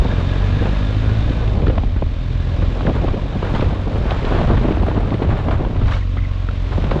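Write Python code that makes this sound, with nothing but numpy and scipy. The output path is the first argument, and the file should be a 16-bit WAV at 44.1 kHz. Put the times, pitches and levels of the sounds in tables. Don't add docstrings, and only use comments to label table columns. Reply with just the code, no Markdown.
import sys
import numpy as np
from scipy import signal
from scipy.fft import rfft, irfft, next_fast_len
from scipy.io import wavfile
from scipy.ndimage import map_coordinates

SR = 44100
rng = np.random.default_rng(int(sys.argv[2]) if len(sys.argv) > 2 else 0)


def pcm_store(signal):
    levels = np.round(np.clip(np.atleast_2d(signal), -1, 1) * 32767)
    wavfile.write(sys.argv[1], SR, levels.astype(np.int16).T)


N = 308700

# t/s, rumble/dB, gust body/dB, bright edge/dB
WIND_LEVELS = [(0, -14, -23, -36.5), (.25, -28.5, -28, -37), (.55, -18.5, -26.5, -37),
               (.66, -25, -23.5, -36), (.76, -27, -29.5, -37), (1.03, -21, -29.5, -41),
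               (1.48, -19.5, -27, -43.5), (1.72, -14, -25.5, -44.5), (2, -20, -36, -54),
               (2.25, -24.5, -38, -50.5), (2.63, -20, -29.5, -47), (2.76, -25, -24.5, -40.5),
               (2.88, -17.5, -19, -42), (2.97, -20, -26, -34.5), (3.1, -15.5, -22, -39),
               (3.2, -20.5, -28.5, -49), (3.33, -23.5, -28, -37), (3.59, -19.5, -23.5, -33),
               (3.9, -22.5, -26.5, -41.5), (4.1, -17.5, -25.5, -31), (4.2, -22, -23.5, -36),
               (4.3, -17.5, -19, -29), (4.45, -15, -20.5, -29.5), (4.6, -15, -24, -32),
               (4.8, -18.5, -20.5, -34), (5.05, -15, -21, -34.5), (5.19, -23, -24.5, -38),
               (5.3, -15.5, -22, -31.5), (5.7, -18, -25.5, -41), (5.85, -14.5, -27, -36),
               (5.96, -22, -33.5, -38), (6.08, -26, -50.5, -52), (6.3, -25.5, -44, -47),
               (6.62, -26, -36.5, -49), (6.76, -21, -29, -40), (7, -18, -18.5, -33.5)]
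# f/Hz, density/dB
RUMBLE_COLOUR = [(6, -30), (14, -8), (25, 0), (50, 0), (75, 0), (115, -5), (160, -18), (300, -42),
                 (600, -120)]
# f/Hz, density/dB
BODY_COLOUR = [(30, -84.5), (60, 0.5), (130, 10), (200, 6), (400, 0), (600, -2.5), (1200, -16.5),
               (2500, -100.5), (5000, -110)]
# f/Hz, density/dB
EDGE_COLOUR = [(200, -86), (400, 6), (900, 4.5), (1500, 1), (2500, -11), (3800, -15), (4600, -23.5),
               (5600, -35), (7500, -34), (9000, -76), (11000, -110)]
# t/s, crack peak/dB, noise level/dB, decay/s
EDGE_FLARES = [(0.637, -32, -30, 0.018), (.656, -26, -26.5, 0.021), (1.319, -27, -28, 0.014),
               (1.475, -24.5, -34, .011), (1.665, -27, -23, .006), (1.679, -24, -30, .008),
               (1.697, -35, -26, .012), (1.775, -29, -33, 0.0094), (1.96, -38, -27.5, 0.014),
               (2.617, -38, -23, 0.014), (2.864, -22, -25, 0.02), (2.893, -28, -34, 0.0093),
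               (3.069, -25, -30, .011), (3.426, -31, -30, .012), (3.444, -38, -27, .012),
               (3.547, -22, -19, 0.02), (3.608, -20, -28, 0.025), (3.955, -38, -23, 0.013),
               (4.106, -16, -24.5, 0.041), (4.25, -21, -25.5, 0.039), (4.37, -32, -22.5, 0.023),
               (4.567, -30, -18, 0.012), (4.724, -32, -44, 0.0082), (4.896, -33, -27, 0.013),
               (5.104, -26, -32, .008), (5.136, -40, -22, 0.0086), (5.223, -26, -22.5, 0.013),
               (5.301, -39, -19.5, 0.011), (5.507, -26, -20.5, 0.031), (5.762, -30, -36, 0.008),
               (5.815, -38, -26.5, 0.016), (5.857, -28, -33, 0.024), (5.88, -24, -25.5, 0.015),
               (5.909, -26, -30, 0.016), (5.938, -27, -32, 0.019), (5.963, -25, -39, 0.019),
               (6.165, -33, -28, 0.0073), (6.717, -36, -25.5, 0.03), (6.909, -21, -20.5, 0.018)]
# t/s, flutter peak/dB, thump peak/dB, flutter pitch/Hz
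LOUD_POPS = [(0.654, -13.5, -25, 256), (1.305, -21, -14, 304), (1.621, -15, -15, 296),
             (1.667, -14, -11, 297), (1.68, -10, -25, 250), (1.698, -10.5, -16, 299),
             (1.778, -12, -13, 363), (1.833, -19, -10.5, 310), (1.961, -23, -24, 361),
             (2.022, -11, -16, 325), (2.62, -20, -14.5, 307), (2.807, -20, -16, 433),
             (2.851, -14.5, -12, 334), (3.079, -11, -16, 375), (3.139, -14, -15, 280),
             (3.427, -14.5, -16, 458), (3.452, -23, -20, 544), (3.536, -17.5, -10, 339),
             (3.594, -15, -12, 388), (3.622, -12, -15, 371), (4.054, -19.5, -13, 397),
             (4.116, -10.5, -14, 398), (4.188, -18.5, -20, 576), (4.243, -10, -22, 250),
             (4.319, -16, -23, 398), (4.349, -7.5, -16, 250), (4.385, -15.5, -28, 624),
             (4.413, -7.5, -14, 331), (4.446, -19, -27, 377), (4.476, -16, -16, 380),
             (4.514, -18, -13, 482), (4.575, -12, -12, 280), (4.611, -12, -15, 275), (4.651, -14, -12, 350),
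             (4.683, -11, -16, 250), (4.707, -10, -16, 299), (4.72, -11, -13, 360), (4.77, -15, -12, 420),
             (4.832, -15, -13.5, 468), (4.866, -19, -22, 557), (4.881, -10, -20, 339),
             (4.913, -17, -24, 501), (4.976, -14, -21, 296), (5.141, -9, -11, 249),
             (5.218, -11.5, -13.5, 250), (5.247, -12.5, -18, 256), (5.289, -12, -16, 320),
             (5.311, -16, -16, 705), (5.388, -20, -25, 546), (5.484, -11.5, -12, 490),
             (5.51, -15, -21, 510), (5.647, -22, -20, 684), (5.758, -21.5, -21, 417),
             (5.813, -21, -15, 262), (6.168, -19, -22, 295), (6.485, -22, -18.5, 250),
             (6.779, -13, -17, 286), (6.84, -14, -12, 256), (6.916, -5.5, -16, 261), (6.959, -19, -18, 293)]
# t/s, length/s, start f/Hz, end f/Hz, level/dB
AIR_WHISTLES = [(0.114, 0.023, 1700, 1650, -34), (0.46, .022, 1680, 1660, -36),
                (0.59, 0.016, 1690, 1680, -31), (5.868, 0.04, 600, 900, -33), (5.9, 0.045, 950, 1300, -28),
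                (5.912, 0.026, 1600, 1780, -30), (5.925, .032, 1950, 2250, -35),
                (5.91, 0.05, 2450, 3050, -38), (5.92, .04, 3200, 3800, -40), (5.955, .03, 1650, 1400, -37),
                (6.108, .035, 3100, 3000, -45), (3.178, 0.028, 880, 1080, -31), (6, .045, 2230, 1760, -40),
                (6.173, 0.014, 2250, 2050, -35), (6.185, 0.014, 2150, 2000, -36),
                (6.214, .024, 2150, 2020, -39), (6.23, 0.034, 2230, 2000, -37)]
# t/s, level/dB, ring f/Hz
STONE_KNOCKS = [(1.669, -19, 1330), (1.698, -24.5, 1090), (1.781, -16, 980), (1.755, -33, 1310),
                (1.835, -23, 780), (2.808, -22, 1150), (2.869, -19.5, 1560), (3.085, -19, 1080),
                (3.425, -26, 915), (3.596, -21, 786), (4.189, -30, 740), (4.612, -24, 890),
                (4.868, -25, 754), (4.913, -31, 800), (5.221, -27, 880), (5.389, -27, 795),
                (5.65, -19.5, 764), (5.815, -26, 1000), (6.171, -25, 860), (6.173, -27, 1380),
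                (6.188, -32, 1330), (6.488, -20, 1370), (6.51, -23, 634), (6.841, -18.5, 605),
                (6.913, -17, 1130)]
# t/s, firing rate/Hz, first order/dB, higher orders/dB, load/dB
ENGINE_STATE = [(0, 43, -25, -24, 2), (.25, 45, -21, -23, 3), (.5, 48.5, -19, -21, 3),
                (1.1, 53.7, -20, -19, 1), (1.4, 56.8, -21, -20, 1), (1.62, 45.5, -20, -23, -2),
                (2, 40.6, -23, -25, -2), (2.3, 41.8, -21.5, -22, 0), (2.7, 43.8, -22, -22, 0),
                (3.2, 46, -26, -27, 0), (3.8, 47.8, -26, -26, -2), (4.3, 49.3, -26, -26, -3),
                (4.7, 48, -26, -25, -3), (5.3, 49, -27, -26, -3), (5.7, 47, -24, -23, -4),
                (6.1, 46.4, -21, -21.5, -5), (6.6, 45.1, -22, -22, -6), (7, 44, -22, -24, -5)]
# f/Hz, gain/dB
EXHAUST_COLOUR = [(80, -1), (108, -1), (125, -8), (150, -12), (168, -18), (205, -18), (232, -16),
                  (256, -14), (280, -18), (297, -24), (350, -34), (600, -38), (900, -52)]
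# t/s, level/dB
HISS_LEVEL = [(0, -34.5), (.7, -33.5), (1.3, -35), (1.99, -41), (2.61, -36.5), (3.1, -37), (3.35, -38.5),
              (3.57, -34), (3.8, -39), (4.33, -34), (4.82, -39.5), (5.6, -41), (5.8, -41.5), (5.93, -34),
              (6.05, -41), (6.57, -39), (6.78, -36), (7, -37.5)]
# f/Hz, density/dB
HISS_COLOUR = [(100, -94), (180, -33), (270, 8.5), (350, -2), (450, 0), (600, 1.5), (800, -9), (1100, -3),
               (1500, -8), (2500, -8), (3800, -11), (4500, -17), (5500, -22.5), (7300, -30), (8300, -37.5),
               (10300, -43.5), (11500, -39), (15000, -70)]
# f/Hz, width/Hz, gain at zero load/dB, gain per load/(dB/dB)
METAL_RINGS = [(602, 70, -2.5, .5), (1068, 48, -1.5, -1), (1667, 59, 3, 2.4), (2390, 100, -2, 1.1),
               (3090, 53, -1.5, 0), (3603, 180, 1, 1.5)]
# f/Hz, gain/dB
MICROPHONE_RESPONSE = [(9000, 0), (10500, -2), (12000, -10), (14900, -30)]

TOP_HZ = 14900
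FLARE_RISE_S = 0.004
SHEAR_S, SHEAR_PEAK_DB = (5.865, 5.908, 5.925, 5.945, 5.97), -38
FLUTTER_SPAN = 1.9
POP_EDGE_DB = -18
SMALL_POPS, SMALL_POP_HZ = 160, 472
SMALL_POP_DB, SMALL_SPREAD_DB = -7.5, 3.5
CRACKLE_GRAINS, CRACKLE_DB = 900, 1
HIGH_BURSTS, HIGH_SPAN_S = 55, (3.4, 5.65)
HIGH_PEAK_DB, HIGH_SPREAD_DB = -56, 2.5
KNOCK_RISE_S, KNOCK_T60_S = 0.0006, 0.013
KNOCK_UPPER_RATIO, KNOCK_UPPER_DB = 1.332, -8.5
KNOCK_CRACK_DB = -9
HALF_ORDER_DB = -12
WHINE_ORDER, WHINE_DB, WHINE_SPAN_S = 27, -47, (.8, 1.42)


def amp(db):
    return 10 ** (np.asarray(db) / 20)


def unit(x):
    return x / np.sqrt(np.mean(x ** 2) + 1e-20)


def along(points, hz):
    f, v = np.transpose(points)
    return np.interp(np.log(hz + 1), np.log(f + 1), v)


def curves(rows):
    s, *cols = np.transpose(rows)
    return [np.interp(np.arange(N) / SR, s, c) for c in cols]


def wobble(rate_hz):
    knots = rng.standard_normal(int(N * rate_hz / SR) + 4)
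    return map_coordinates(knots, [np.arange(N) * rate_hz / SR])


def filtered(x, response):
    m = next_fast_len(N + 8192)
    return irfft(rfft(x, m) * response(np.fft.rfftfreq(m, 1 / SR)), m)[..., :N]


def noise(colour):
    return unit(filtered(rng.standard_normal(N), lambda hz: amp(along(colour, hz))))


def bursts(times_s, peaks_db, lo_hz, hi_hz, rise_s, t60_s, order=3):
    out, t = np.zeros(N + SR), np.arange(SR // 16) / SR
    band = signal.butter(order, [lo_hz, hi_hz], "bandpass", fs=SR, output="sos")
    shape = (1 - np.exp(-t / rise_s)) * amp(-60 * t / t60_s)
    puffs = signal.sosfilt(band, shape * rng.standard_normal((len(times_s), len(t))))
    for s, db, puff in zip(times_s, peaks_db, puffs):
        out[round(s * SR):][:len(t)] += amp(db) * puff / np.abs(puff).max()
    return out[:N]


def high_bursts():
    s = rng.uniform(*HIGH_SPAN_S, size=HIGH_BURSTS)
    peak_db = HIGH_PEAK_DB + HIGH_SPREAD_DB * rng.standard_normal(size=HIGH_BURSTS)
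    return bursts(s, peak_db, 5800, 10400, rise_s=.002, t60_s=0.046)


def wind():
    rumble_db, body_db, edge_db = curves(WIND_LEVELS)
    depth = np.clip((body_db + 36.5) / 12, .3, 1.2)
    lumps = (.7 * wobble(30) + 1.1 * wobble(90)) * depth
    rumble = unit(amp(2 * wobble(9)) * noise(RUMBLE_COLOUR))
    body = unit(amp(2.8 * lumps + 1.8 * wobble(80)) * noise(BODY_COLOUR))
    edge = unit(amp(1.1 * lumps + .6 * wobble(60)) * noise(EDGE_COLOUR))
    return amp(rumble_db) * rumble + amp(body_db) * body + amp(edge_db + 1.4 * wobble(22)) * edge


def crackle():
    s = rng.uniform(0, N / SR, size=CRACKLE_GRAINS)
    edge_db = curves(WIND_LEVELS)[2][(s * SR).astype(int)]
    return bursts(s, edge_db + CRACKLE_DB, 420, 2600, rise_s=0.00049, t60_s=0.012)


def flares():
    gain, t = np.zeros(N + SR), np.arange(SR // 4) / SR
    for s, _, db, decay_s in EDGE_FLARES:
        shape = (1 - np.exp(-t / FLARE_RISE_S)) * np.exp(-t / max(decay_s, .002))
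        gain[round(s * SR):][:len(t)] += amp(db) * shape
    flare = gain[:N] * noise(EDGE_COLOUR)
    shear_db = [SHEAR_PEAK_DB] * len(SHEAR_S)
    shear = bursts(SHEAR_S, shear_db, 1800, 5800, rise_s=0.0054, t60_s=0.072)
    s, crack_db = np.transpose(EDGE_FLARES)[:2]
    crack = bursts(s, crack_db, 670, 3630, rise_s=0.0023, t60_s=0.02, order=5)
    return shear + flare + crack


def pops():
    small_s = rng.uniform(0, N / SR, size=SMALL_POPS)
    scatter = rng.standard_normal(size=(SMALL_POPS, 3))
    body_db = curves(WIND_LEVELS)[1][(small_s * SR).astype(int), None]
    small_db = body_db + SMALL_POP_DB + SMALL_SPREAD_DB * scatter[:, :2]
    small_hz = SMALL_POP_HZ * np.exp(0.24 * scatter[:, 2])
    small = np.column_stack([small_s, small_db, small_hz])
    s, flutter_db, thump_db, pitch_hz = np.vstack([LOUD_POPS, small]).T
    flutter = sum(bursts([at], [db], hz / FLUTTER_SPAN, hz * FLUTTER_SPAN, rise_s=0.0007, t60_s=0.02)
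                  for at, db, hz in zip(s, flutter_db, pitch_hz))
    edge = bursts(s, flutter_db + POP_EDGE_DB, 1000, 3300, rise_s=0.0015, t60_s=0.045, order=4)
    thump = bursts(s, thump_db, 74, 288, rise_s=0.001, t60_s=0.026)
    return flutter + edge + thump


def whistles():
    out, rough, flutter = np.zeros(N), wobble(250), wobble(440)
    for s, length_s, start_hz, end_hz, db in AIR_WHISTLES:
        u, at = np.linspace(0, 1, int(length_s * SR)), round(s * SR)
        span = slice(at, at + len(u))
        glide_hz = start_hz + (end_hz - start_hz) * u
        pitch_hz = glide_hz * (1 + .055 * flutter[span])
        tone = np.sin(2 * np.pi * np.cumsum(pitch_hz) / SR) * (1 + .6 * rough[span])
        out[span] += amp(db) * np.sin(np.pi * u) * tone
    return out


def knocks():
    out, t = np.zeros(N + SR), np.arange(SR // 20) / SR
    shape = (1 - np.exp(-t / KNOCK_RISE_S)) * amp(-60 * t / KNOCK_T60_S)
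    phases = rng.uniform(0, 2 * np.pi, size=len(STONE_KNOCKS))
    for (s, db, hz), phase in zip(STONE_KNOCKS, phases):
        lower = np.sin(2 * np.pi * hz * t)
        upper = amp(KNOCK_UPPER_DB) * np.sin(2 * np.pi * KNOCK_UPPER_RATIO * hz * t + phase)
        out[round(s * SR):][:len(t)] += amp(db) * shape / shape.max() * (lower + upper)
    s, db, _ = np.transpose(STONE_KNOCKS)
    crack = bursts(s, db + KNOCK_CRACK_DB, 1400, 3900, rise_s=.001, t60_s=.014, order=5)
    return out[:N] + crack


def running_hiss(turn, load_db):
    gate = 1 + .15 * np.cos(turn + .4 * wobble(9)) + .1 * np.cos(2 * turn + .6 * wobble(9))
    rattle = noise(HISS_COLOUR)
    metal = np.zeros(N)
    for centre, width, db, db_per_load in METAL_RINGS:
        ring = filtered(rattle, lambda f: 1j * f * width / (centre ** 2 - f * f + 1j * f * width))
        metal += amp(db + db_per_load * load_db + 2.4 * wobble(26)) * ring
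    hiss = noise(HISS_COLOUR) * amp(0.22 * wobble(27))
    return amp(curves(HISS_LEVEL)[0]) * unit(gate) * (hiss + metal)


def gear_whine(turn):
    start_s, end_s = WHINE_SPAN_S
    fade = np.interp(np.arange(N) / SR, [start_s - .2, start_s, end_s, end_s + .05], [0, 1, 1, 0])
    return fade * amp(WHINE_DB + 2 * wobble(15)) * np.sin(WHINE_ORDER * turn + .5 * wobble(30))


def engine():
    rate_hz, first_db, upper_db, load_db = curves(ENGINE_STATE)
    rate_hz = rate_hz * (1 + .004 * wobble(5))
    turn = 2 * np.pi * np.cumsum(rate_hz) / SR
    drone = amp(first_db + 1.3 * wobble(8)) * np.sin(turn)
    for order in np.arange(3, 32) / 2:
        level_db = upper_db + along(EXHAUST_COLOUR, order * rate_hz)
        level_db += load_db * (order > 2.5) + HALF_ORDER_DB * (order % 1 > 0)
        level_db += 1.9 * wobble(6) + 1.2 * wobble(28)
        jitter = .07 * wobble(9) + .03 * wobble(30)
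        drone += amp(level_db) * np.sin(order * turn - .6 * order + order * jitter)
    drone += gear_whine(turn)
    return -np.sqrt(2) * drone + running_hiss(turn, load_db)


def scene():
    air = wind() + crackle() + flares() + pops() + whistles()
    return (high_bursts() + air + knocks() + engine())[None]


def record(dry):
    squeezed = dry / (1 + np.abs(dry / .7) ** 3) ** (1 / 3)
    return filtered(squeezed, lambda hz: amp(along(MICROPHONE_RESPONSE, hz)) * (hz < TOP_HZ))


dry = scene()
out = record(dry)
pcm_store(out)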